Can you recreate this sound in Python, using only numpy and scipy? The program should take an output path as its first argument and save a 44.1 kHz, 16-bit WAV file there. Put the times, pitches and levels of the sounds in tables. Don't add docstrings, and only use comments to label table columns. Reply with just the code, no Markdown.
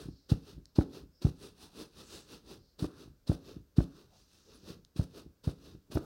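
import sys
import numpy as np
from scipy import signal
from scipy.fft import rfft, irfft
from scipy.io import wavfile

SR = 44100
rng = np.random.default_rng(int(sys.argv[2]) if len(sys.argv) > 2 else 0)


def put_to_file(sound):
    columns = np.atleast_2d(sound).T
    safe = np.clip(columns, -1, 1)
    whole_steps = np.round(safe * 32767)
    wavfile.write(sys.argv[1], SR, whole_steps.astype(np.int16))


N = 266805
TIME = np.arange(N) / SR


def from_db(db):
    return np.exp(np.asarray(db) * (np.log(10) / 20))


def rms_one(x):
    return x / np.sqrt(np.mean(x ** 2) + 1e-20)


def bell(u):
    return np.exp(-u * u / 2)


def at_hz(points, hz):
    known_hz, values = np.transpose(points)
    return np.interp(np.log(np.maximum(hz, 1)), np.log(known_hz), values)


def coloured(x, spectrum):
    gain = from_db(at_hz(spectrum, np.fft.rfftfreq(N, 1 / SR)))
    return rms_one(irfft(rfft(x) * gain, N))


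def noise(spectrum):
    return coloured(rng.standard_normal(N), spectrum)


def butter(x, hz, kind, order=2):
    return signal.sosfilt(signal.butter(order, hz, kind, fs=SR, output="sos"), x + 1e-18)


def ring(x, hz, t60_s):
    r, w = from_db(-60 / (t60_s * SR)), 2 * np.pi * hz / SR
    return signal.lfilter([0, np.sin(w)], [1, -2 * r * np.cos(w), r * r], x + 1e-18)


def impulses(times_s, levels_db):
    out = np.zeros(N)
    out[np.round(times_s * SR).astype(int)] = from_db(levels_db)
    return out


def bursts(times_s, levels_db, rise_s, decay_s):
    decays = signal.lfilter([1], [1, -np.exp(-1 / (decay_s * SR))], impulses(times_s, levels_db) + 1e-18)
    r = np.exp(-1 / (rise_s * SR))
    return signal.lfilter([(1 - r) ** 2], [1, -2 * r, r * r], decays)


def delayed(x, delay_s):
    return np.interp(TIME - delay_s, TIME, x, left=0)


# frequency_hz, density_db
SHOP_SPECTRUM = [(15, -29.5), (25, 16.5), (170, -7), (575, -9.5), (714, -19), (1650, -19), (1790, -25),
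                 (2910, -25.5), (5140, -21), (7310, -26), (11000, -31), (14400, -23.5), (16000, -25.5)]
def shop_tone(level_db=-68.5):
    return from_db(level_db) * noise(SHOP_SPECTRUM)


def swing(fastest_s, half_length_s, rounding=0.63, fall_db=13.5):
    u = (TIME - fastest_s) / half_length_s
    return -fall_db * (np.sqrt(u * u + rounding ** 2) - rounding)


# fastest_s, friction_db, half_length_s, extra_body_db, extra_sheen_db, waft_db
LIFTS = [(.005, -56.5, 0.053, 0.5, -0.5, -49.5), (0.493, -59.5, 0.05, -2.5, -7, -50.5),
         (0.964, -57.5, 0.043, 3, -7, -54.5), (1.448, -56.5, 0.046, -1.5, 0.5, -63),
         (2.516, -56, 0.042, 0, -5, -60), (3.01, -60.5, 0.053, -0.5, -4, -58),
         (3.495, -59, 0.054, 1, -15, -53.5), (3.988, -66, 0.074, 1, -6, -68),
         (4.697, -55, 0.043, -0.5, -8.5, -58), (5.18, -57, 0.041, 0.5, -6, -58.5),
         (5.672, -61, 0.061, -0.5, -9, -54)]
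def lifts():
    return [(db + swing(s, half_s), body, sheen) for s, db, half_s, body, sheen, _ in LIFTS]


def stroke_mix():
    levels_db, body_db, sheen_db = map(np.array, zip(*downstrokes(), *lifts(), *buffs()))
    power = from_db(np.maximum(levels_db, -150)) ** 2
    total = power.sum(axis=0)
    return 10 * np.log10(total), body_db @ power / total, sheen_db @ power / total


def fibre_slips(per_s, spread_db):
    sizes = from_db(spread_db * np.minimum(rng.exponential(1, N), 4)) * rng.standard_normal(N)
    return sizes * (rng.random(N) < per_s / SR)


# frequency_hz, density_db
HISS_SPECTRUM = [(700, -10), (1300, -2), (1750, -5.5), (2200, -12.5), (2650, -0.5), (3100, -4.5), (3700, 1),
                 (4800, -2), (6200, -5.5), (7000, -13.5), (9000, -17.5)]
SHEEN_SPECTRUM = [(5000, -19.5), (7000, -2), (8500, 6.5), (11000, 2.5), (13000, -26), (15000, -14.5),
                  (16000, 7)]
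LEATHER_SPECTRUM = [(60, -8), (150, 3), (300, 6), (430, 4.5), (560, -3), (700, -10.5), (900, -11.5),
                    (1300, -11), (2000, -30.5)]
RUSTLE_SPECTRUM = [(2000, -27), (3000, -27.5), (3700, 2), (4800, 4.5), (6400, -4), (7200, -15), (9000, -41)]
FULL_BITE_DB = -47.5
def rubbing(body_db=6.5, hiss_db=1.0, rustle_db=-9, sheen_db=-1.5, bite_exponent=0.16, folds_db=0.85):
    friction_db, extra_body_db, extra_sheen_db = stroke_mix()
    flicker_db = folds_db * rms_one(butter(rng.standard_normal(N), 90, "low"))
    slips = fibre_slips(per_s=16000, spread_db=2.0)
    crinkles = fibre_slips(per_s=6000, spread_db=3.0)
    hiss = from_db(hiss_db) * coloured(slips, HISS_SPECTRUM)
    sheen = from_db(sheen_db + extra_sheen_db) * coloured(crinkles, SHEEN_SPECTRUM)
    body = from_db(body_db + extra_body_db) * noise(LEATHER_SPECTRUM)
    rustle = from_db(rustle_db) * noise(RUSTLE_SPECTRUM)
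    bite = from_db(bite_exponent * (friction_db - FULL_BITE_DB))
    return from_db(friction_db + flicker_db) * (bite * (hiss + sheen + body) + rustle)


def leather_hum(pitch_hz=410, t60_s=0.082, gain_db=2.5, press_exponent=1.1, width_s=.018):
    envelope = np.zeros(N)
    for s, friction_db, *_ in LIFTS:
        drive_db = FULL_BITE_DB + press_exponent * (friction_db - FULL_BITE_DB)
        envelope += from_db(drive_db) * bell((TIME - s) / width_s)
    return from_db(gain_db) * envelope * rms_one(ring(noise(LEATHER_SPECTRUM), pitch_hz, t60_s))


# frequency_hz, density_db
AIR_SPECTRUM = [(25, -25), (48, 23.5), (90, 19), (170, 14.5), (300, 5.5), (450, -2.5), (700, -54.5),
                (1500, -42.5)]
def flutter(gain_db=0.5, stir_db=-79, buff_db=-10, pull_db=-62, lead_s=.06, lag_s=.077, half_s=.045):
    pulls = sum(from_db(pull_db + swing(s - lead_s, half_s)) for s, *_ in LIFTS)
    wafts = sum(from_db(waft_db + swing(s + lag_s, half_s)) for s, *_, waft_db in LIFTS)
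    rubs = sum(from_db(db + buff_db + swing(s, rub_half_s)) for s, db, rub_half_s, *_ in BUFFS)
    return from_db(gain_db) * (from_db(stir_db) + pulls + wafts + rubs) * noise(AIR_SPECTRUM)


# centre_s, length_s, pitch_hz, bandwidth_hz, level_db
SCUFFS = [(0.027, 0.027, 1390, 600, -68), (0.15, 0.14, 4720, 1410, -71.5), (0.691, 0.044, 4700, 1400, -79),
          (1.176, 0.046, 5160, 550, -73.5), (1.647, 0.063, 845, 300, -66.5),
          (2.137, 0.095, 7100, 2200, -62.5), (2.352, 0.016, 625, 200, -65), (2.654, .1, 4670, 1200, -74.5),
          (2.957, 0.12, 1270, 496, -69), (3.967, 0.092, 1290, 452, -74.5), (4.143, 0.031, 720, 350, -67.5),
          (4.19, .06, 5400, 2000, -71), (4.476, 0.25, 5300, 2200, -71), (4.496, .027, 440, 130, -63.5),
          (4.542, .032, 1220, 400, -69.5), (4.557, 0.018, 9850, 2400, -68.5),
          (5.948, 0.011, 12300, 6000, -54.5)]
def scuffs(zip_hz=4360, zip_width_hz=1400, zip_s=0.007, zip_lag_s=.004):
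    zips = [(s + zip_lag_s, zip_s, zip_hz, zip_width_hz, zip_db) for s, *_, zip_db in DOWNSTROKES]
    out = np.zeros(N)
    for s, length_s, pitch_hz, width_hz, level_db in [*zips, *SCUFFS]:
        band_hz = [max(pitch_hz - width_hz / 2, 20), pitch_hz + width_hz / 2]
        weave = rms_one(butter(rng.standard_normal(SR), band_hz, "band"))
        near = slice(max(round((s - .5) * SR), 0), round((s + .5) * SR) - 1)
        envelope = bell(np.sqrt(2) * (TIME[near] - s) / length_s)
        out[near] += from_db(level_db) * weave[:len(envelope)] * envelope
    return out


# time_s, pressure_db
FLAPS = [(0.059, -32.5), (0.0878, -26.5), (.580, -38), (1.007, -41), (1.038, -39.5), (1.286, -26.5),
         (2.861, -34), (3.06, -44), (3.079, -40), (3.568, -31), (4.704, -33), (4.768, -45.5), (4.963, -33),
         (5.264, -37), (5.751, -36.5), (5.903, -41)]
def flaps(half_width_ms=0.77, crack_offset_db=-31):
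    return [(s, db, half_width_ms, db + crack_offset_db) for s, db in FLAPS]


def pops(jerks, floor_gain=.55, floor_delay_s=.0023):
    direct = np.zeros(N)
    for s, pressure_db, half_width_ms, _ in jerks:
        near = slice(round(s * SR) - SR // 50, round(s * SR) + SR // 25)
        u = (TIME[near] - s) / (half_width_ms / 1000)
        pulse = .36 * bell(u + 2.4) - bell(u) + .63 * bell(u - 2.7)
        direct[near] += from_db(pressure_db) * pulse
    return direct + floor_gain * delayed(direct, floor_delay_s)


# frequency_hz, density_db
CRACK_SPECTRUM = [(200, -24), (400, 7.5), (700, 6.5), (950, -12), (1300, -4.5), (2100, -22.5), (4000, -33),
                  (10000, -45.5)]
def slaps(jerks, edge_db=3.0, quiver_db=5.0, ripple_db=-22):
    times_s, pressures_db, _, cracks_db = np.transpose(jerks)
    crack = bursts(times_s, cracks_db + edge_db, rise_s=.0002, decay_s=.0045) * noise(CRACK_SPECTRUM)
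    quiver = ring(impulses(times_s, cracks_db + quiver_db), hz=295, t60_s=0.062)
    ripple = bursts(times_s, pressures_db + ripple_db, rise_s=.0012, decay_s=.018) * noise(AIR_SPECTRUM)
    return crack + butter(quiver + ripple, 700, "low")


# pitch_hz, level_db, t60_s
ROOM_MODES = [(85.6, -61, 0.13), (171.8, -44.5, 0.19), (276, -46.5, 0.32), (336.5, -53.5, 0.15),
              (406, -45.5, 0.29), (477, -49, 0.22)]
def room_modes(x, gain_db=-26, return_s=.036):
    echo = delayed(x, return_s)
    return from_db(gain_db) * sum(from_db(db) * ring(echo, hz, t60_s) for hz, db, t60_s in ROOM_MODES)


# frequency_hz, t60_s
DECAY_TIMES = [(100, 0.14), (300, 0.37), (1000, 0.31), (4000, 0.19), (14000, 0.038)]
def reverberation(x, wet_db=-19, build_s=0.0093):
    t, response = TIME[:SR], 0
    for low_hz in 40 * 2.0 ** np.arange(9):
        octave = butter(rng.standard_normal(SR), [low_hz, 2 * low_hz], "band")
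        t60_s = at_hz(DECAY_TIMES, low_hz * np.sqrt(2))
        response += octave * from_db(-60 * t / t60_s)
    response *= 1 - np.exp(-(t / build_s) ** 2)
    return from_db(wet_db) * signal.fftconvolve(x, response / np.linalg.norm(response))[:N]


def whip(contact_s, length_s, grip_db_per_s=1910, sag_db_per_s=43, tail_db_per_s=168):
    t = TIME - contact_s
    after_s = np.maximum(t - length_s, 0)
    let_go_db = 6.5 * np.minimum(after_s / 0.0064, 1)
    release_db = let_go_db + tail_db_per_s * after_s
    return grip_db_per_s * np.minimum(t, 0) - sag_db_per_s * np.clip(t, 0, length_s) - release_db


# contact_s, length_s, friction_db, extra_body_db, extra_sheen_db, zip_db
DOWNSTROKES = [(.298, 0.029, -50.5, -2.5, -4, -49.5), (.760, 0.072, -56.5, 0, -4.5, -51),
               (1.222, 0.074, -55, 1.5, -2.5, -54), (2.794, .07, -54, 1, -1, -54),
               (3.275, 0.076, -55.5, 1.5, 0.5, -51), (3.769, 0.072, -57, 2, -1.5, -58.5),
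               (4.965, 0.077, -56, -0.5, 0, -56.5), (5.442, 0.077, -57, 0.5, -1.5, -62),
               (5.916, 0.069, -54, 1, -3, -59)]
def downstrokes():
    return [(db + whip(s, length_s), body, sheen) for s, length_s, db, body, sheen, _ in DOWNSTROKES]


def sizzle(gain_db=-10, lag_s=.011, width_s=.006):
    envelope = sum(from_db(zip_db) * bell((TIME - s - lag_s) / width_s) for s, *_, zip_db in DOWNSTROKES)
    crackle = fibre_slips(per_s=4000, spread_db=3.0)
    return from_db(gain_db) * envelope * coloured(crackle, SHEEN_SPECTRUM)


# time_s, pressure_db, half_width_ms, crack_db, after_delay_ms, after_db, after_crack_db
SNAPS = [(0.3207, -8.5, 0.98, -39, 12.8, -48, -45), (0.7877, -5.5, 0.78, -32.5, 22, -26, -35),
         (1.2512, -9, 1.01, -44, 15, -23.5, -42.5), (2.826, -18, 0.91, -42, 16.9, -23.5, -33.5),
         (3.298, -10.5, 0.93, -42, 18.7, -25, -39.5), (3.786, -5, 0.89, -36, 18, -24, -37.5),
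         (4.996, -13.5, 1.05, -43, 15, -34, -46), (5.476, -15.5, 1.07, -42, 15, -34, -45),
         (5.9558, -20, 1.37, -34, 15.5, -18, -31.5)]
def snaps(after_half_width_ms=.7):
    jerks = []
    for s, pressure_db, half_width_ms, crack_db, delay_ms, after_db, after_crack_db in SNAPS:
        jerks.append((s, pressure_db, half_width_ms, crack_db))
        jerks.append((s + delay_ms / 1000, after_db, after_half_width_ms, after_crack_db))
    return jerks


# time_s, level_db
CREASE_TICKS = [(.656, -42), (.824, -47), (1.292, -49), (2.827, -45), (3.338, -48), (3.829, -48),
                (4.849, -44.5), (5.039, -40), (5.954, -38)]
# frequency_hz, density_db
TICK_SPECTRUM = [(900, -29), (1750, -6), (2500, -11.5), (3600, -6), (5000, -0.5), (7500, -9), (10000, -15),
                 (16000, -29)]
def crease_ticks(gain_db=-5):
    times_s, levels_db = np.transpose(CREASE_TICKS)
    return bursts(times_s, levels_db + gain_db, rise_s=.0001, decay_s=.00063) * noise(TICK_SPECTRUM)


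# fastest_s, friction_db, half_length_s, extra_body_db, extra_sheen_db
BUFFS = [(1.634, -57, 0.046, -7, -0.5), (1.804, -53.5, 0.047, -1, -1.5), (2.001, -57, 0.052, -4, -4),
         (2.152, -53, 0.059, -6, -1.5), (2.33, -55.5, 0.045, -3, -4.5), (4.185, -68.5, 0.072, -11, -3),
         (4.358, -66.5, 0.063, -12, -0.5), (4.535, -64.5, 0.078, -2, -13), (6.04, -68.5, 0.076, 18, -22)]
def buffs():
    return [(db + swing(s, half_s), body, sheen) for s, db, half_s, body, sheen in BUFFS]


def scene():
    jerks = flaps() + snaps()
    thumps = pops(jerks) + slaps(jerks)
    direct = thumps + rubbing() + leather_hum() + scuffs() + sizzle() + crease_ticks() + flutter()
    return (direct + room_modes(thumps) + reverberation(direct) + shop_tone())[None]


def record(dry, cutoff_hz=15900):
    sound = butter(dry, 41, "high", order=3)
    sound = butter(sound, 24, "high")
    return signal.sosfilt(signal.ellip(12, .1, 70, cutoff_hz, fs=SR, output="sos"), sound)


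dry = scene()
out = record(dry)
put_to_file(out)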